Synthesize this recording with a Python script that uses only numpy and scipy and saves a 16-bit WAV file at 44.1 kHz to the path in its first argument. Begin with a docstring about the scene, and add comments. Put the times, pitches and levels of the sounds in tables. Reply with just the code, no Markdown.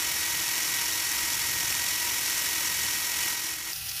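"""Outdoors, close by, a tiny geared motor turns a drill bit into loose soil. The loaded gear teeth whine and
rattle in step with the rotor (the motor's spinning core), and an off-centre gear makes the rattle flutter. The
grinding eases, then the scene changes abruptly to the buzz of a motor running free: faster, thinner and
quieter, with brief chatter, over a low rumble."""
import sys
import numpy as np
from scipy import signal
from scipy.fft import rfft, irfft
from scipy.io import wavfile

SR = 44100
rng = np.random.default_rng(int(sys.argv[2]) if len(sys.argv) > 2 else 0)


def store_wav(level_fs):
    """Save 16-bit WAV to argv[1]."""
    pcm = np.round(np.clip(np.atleast_2d(level_fs), -1, 1) * 32767)
    wavfile.write(sys.argv[1], SR, pcm.T.astype(np.int16))


N = 176400
T = np.arange(N) / SR
HZ = np.maximum(np.fft.rfftfreq(N, 1 / SR), 1)

CLICKS_PER_S, SNAPS_PER_S = 7000, 520  # light and hard knocks of the gear teeth
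# Hard snaps of the teeth ring the brass frame. Each row: frequency in Hz, relative level in dB.
SNAP_COLOUR = [(500, -29), (2200, -10), (4300, -8.5), (5700, 0), (7300, -4), (8800, -7), (15000, -28)]


def drilling():
    """Loaded gears whine at multiples of the rotor speed and rattle as the tooth pressure pulses."""
    # Pitch of the main whine. Each row: time in seconds, pitch in Hz.
    whine = [(0, 1932), (.12, 1885), (.2, 1916), (.44, 1890), (.57, 1917), (.78, 1912), (.86, 1894),
             (1.12, 1907), (1.4, 1901), (1.52, 1900), (1.63, 1876), (1.79, 1882), (1.84, 1920),
             (2.44, 1910), (2.56, 1886), (2.64, 1913), (2.88, 1891), (3.15, 1916), (3.3, 1895),
             (3.72, 1904)]
    # Loudness of the drilling. Each row: time in seconds, level in dB.
    loudness = [(0, -29.2), (1.0, -29), (1.78, -29), (1.9, -29), (2.92, -29), (3.12, -30), (3.23, -28.5),
                (3.32, -29.6), (3.36, -32.5), (3.52, -32), (3.57, -35.5), (3.64, -36), (3.68, -34)]
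    # Gear tones. Each row: multiple of rotor speed, relative level in dB, throb and roughness (0 to 1).
    gear_tones = [(8, -22.5, 0.6, .55), (13, -29, 0.3, 0.3), (16, -12.5, 0.02, 0.17), (17, -23, 0.1, 0.16),
                  (19, -23.5, 0.4, .4), (25, -25, .2, .4), (32, -23, 0.1, 0.3)]
    # Pressure on the teeth. Each row: pulses per rotor turn, swing in dB.
    pulses = [(1, 0.47), (2, 0.6), (3, 1.74), (5, 1.6), (8, 1.05), (9, 0.9)]
    # Tone of the rattle. Each row: frequency in Hz, relative level in dB.
    rattle_colour = [(60, -21), (230, -12.5), (600, -12), (1300, -7), (2300, -2), (3600, -4.5),
                     (6600, -1.3), (8700, -6), (12500, -5), (15500, -7.5)]
    # Where the gearbox rings or sounds hollow. Each row: frequency in Hz, width in Hz, boost in dB.
    gearbox = [(324, 68, 10), (950, 97, 7.5), (1290, 100, 3.5), (1545, 60, 3), (1950, 91, 4), (2140, 70, 4),
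               (2265, 110, 2.5), (2540, 160, 2.5), (3000, 140, 5), (3130, 150, -2.5), (3390, 135, 5),
               (3610, 190, -4), (3750, 100, 5), (4410, 120, 3.5), (4960, 240, -3), (5445, 420, 5),
               (5820, 180, 3), (7500, 210, 3), (9800, 300, 4), (9770, 420, 1.5), (11180, 270, -4),
               (11720, 650, 4.5)]
    whine_cycles_per_turn, gear_ratio = 16, 43 / 119
    throb_hz, rough_hz, slack_cycles = 4.8, 40, 0.23

    sway = cycle(throb_hz * T + 0.246 * drift(2.045))  # a slightly uneven throb
    wobble = 1 + 0.0022 * sway + 0.00254 * drift(25.32)  # the speed sways and trembles
    rotor_hz = in_time(whine) / whine_cycles_per_turn * wobble
    turns = np.cumsum(rotor_hz) / SR
    pressure = from_db(sum(swing_db * cycle(round(k) * turns) for k, swing_db in pulses))
    flutter = from_db(1.32 * cycle(gear_ratio * turns))  # once per turn of the off-centre gear
    contacts = clicks(CLICKS_PER_S) + rng.standard_normal(N)  # equal parts clicks and hiss
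    rattle = from_db(0.5) * colour(contacts * pressure * flutter, rattle_colour, gearbox)
    grit = from_db(2.1 * drift(20))  # the snaps swell as the bit meets grit
    snaps = from_db(-9) * colour(clicks(SNAPS_PER_S) * pressure * flutter * grit, SNAP_COLOUR)
    tones = np.zeros(N)
    for multiple, db, throb, roughness in gear_tones:
        slip = slack_cycles * throb * drift(9.1)  # slack lets throbbing tones slip out of step
        tone = cycle(round(multiple) * turns + slip)
        swell = 1 + throb * sway + roughness * drift(rough_hz)
        tones += from_db(db) * rms_one(tone * swell)
    return from_db(in_time(loudness)) * (rattle + snaps + tones)


def running_free():
    """With no load, the brushes (sliding contacts) tick on every turn while the slack gears rattle."""
    # Loudness of the buzz, rattle and snaps. Each row: time in seconds, level in dB.
    loudness = [(3.73, -40), (3.78, -39.5), (3.84, -40), (3.87, -37.5), (3.93, -39), (3.97, -36.5)]
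    # Gear tones. Each row: multiple of rotor speed, level in dB.
    gear_tones = [(4, -60.5), (7, -61), (8, -62), (9, -64), (10, -58.5), (13, -57), (58, -62), (60, -51)]
    # Tone of the loose rattle and of the brush buzz. Each row: frequency in Hz, relative level in dB.
    rattle_colour = [(100, -26), (520, -19.5), (1100, -13.5), (1600, -7), (2200, -9.5), (2550, -0.5),
                     (3500, -4), (5500, 0), (7800, -10.5), (9700, -3), (15500, -4.5)]
    brush_colour = [(300, -25), (1500, -10), (5000, -4), (8500, -9), (11500, 0), (13500, 2), (15500, 0)]
    rotor_hz = 194.6

    turns = np.cumsum(rotor_hz * (1 + .0008 * drift(14.3))) / SR
    ticks = np.zeros(N)
    for angle in rng.random(size=6):  # the same six spots on every turn
        samples_from_tick = ((turns + angle) % 1 - .5) * SR / rotor_hz
        strength = rng.choice([-1, 1]) * (1 + 0.42 * drift(150))
        ticks += strength * np.sinc(samples_from_tick)
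    brushes = from_db(-5) * colour(ticks, brush_colour)
    rattle = from_db(4) * colour(clicks(CLICKS_PER_S), rattle_colour)
    snaps = from_db(-9) * colour(clicks(SNAPS_PER_S), SNAP_COLOUR)
    tones = sum(from_db(db) * rms_one(cycle(round(k) * turns)) for k, db in gear_tones)
    return from_db(in_time(loudness)) * (brushes + rattle + snaps) + tones


def chatter():
    """Short bursts of knocks ring the frame while the motor runs free."""
    # The bursts. Each row: middle in seconds, level in dB, half length in seconds.
    bursts = [(3.733, -30, .0015), (3.762, -36, .004), (3.894, -30, .005), (3.917, -29, .002)]
    # Ring of the frame. Each row: frequency in Hz, relative level in dB.
    frame_colour = [(1000, -27), (3600, -14), (5100, 0), (6200, -5), (8000, -18), (15000, -14)]
    loudness = sum(from_db(db) * np.exp(-.5 * ((T - middle) / half) ** 2) for middle, db, half in bursts)
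    return loudness * colour(clicks(CLICKS_PER_S), frame_colour)


def outdoor_rumble():
    """A low background rumble swells now and then."""
    # Loudness of the rumble. Each row: time in seconds, level in dB.
    loudness = [(0, -53), (.26, -53), (.34, -49), (.44, -53), (1.1, -53.5), (1.55, -47.5), (2.0, -54.5),
                (2.6, -53), (2.83, -48.5), (3.0, -53.5), (3.7, -58), (3.82, -52)]
    # Its deep tone. Each row: frequency in Hz, relative level in dB.
    rumble_colour = [(20, -21), (35, -11.5), (69, 1), (100, -2), (160, -4), (220, -18), (400, -24),
                     (1500, -37.5)]
    return from_db(in_time(loudness)) * colour(rng.standard_normal(N), rumble_colour)


def from_db(db):
    """Turn decibels into a number to multiply by."""
    return 10 ** (np.asarray(db) / 20)


def rms_one(x):
    """Scale a signal so its average strength (rms) is 1."""
    return x / np.sqrt(np.mean(x ** 2) + 1e-20)


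def in_time(rows):
    """Join (time, value) points with straight lines, giving a value at every sample."""
    return np.interp(T, *np.transpose(rows))


def drift(rate_hz):
    """Random wandering of strength 1, mostly slower than rate_hz."""
    return rms_one(irfft(rfft(rng.standard_normal(N)) / (1 + (HZ / rate_hz) ** 2), N))


def colour(x, points, resonances=()):
    """Shape a sound's tone with a broad curve plus narrow peaks and dips; the result has strength 1."""
    hz, db = np.transpose(points)
    db = np.interp(np.log(HZ), np.log(hz), db)
    for centre, width, boost in resonances:
        db = db + boost / (1 + (2 * (HZ - centre) / width) ** 2)
    cepstrum = irfft(np.log(from_db(db)), N)
    response = np.exp(rfft(2 * cepstrum[:N // 2], N))  # rings after each click, not before
    return rms_one(irfft(rfft(x) * response, N))


def clicks(per_s, spread_db=2.5):
    """Clicks of uneven size at random times, with overall strength 1."""
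    sizes = from_db(spread_db * np.minimum(rng.exponential(1, N), 4))
    return rms_one(sizes * rng.choice([-1, 1], N) * (rng.random(N) < per_s / SR))


def cycle(turns):
    """A sine wave that follows a rotation from a random starting angle."""
    return np.sin(2 * np.pi * (turns + rng.random()))


def scene():
    """The scene changes abruptly from the grinding to the free-running buzz; both ears hear the same."""
    switch_s, fade_s = 3.722, 0.013
    free = np.clip((T - switch_s) / fade_s + .5, 0, 1)  # 0 while drilling, 1 while running free
    motor = np.sqrt(1 - free) * drilling() + np.sqrt(free) * running_free()
    mono = motor + chatter() + outdoor_rumble()
    return np.array([mono, mono])


def record(dry):
    """Cut away the very highest treble."""
    cutoff_hz = 15480
    low_pass = signal.firwin(801, cutoff_hz, window="blackman", fs=SR)
    return signal.fftconvolve(dry, low_pass[None], "same", axes=1)


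dry = scene()
out = record(dry)
store_wav(out)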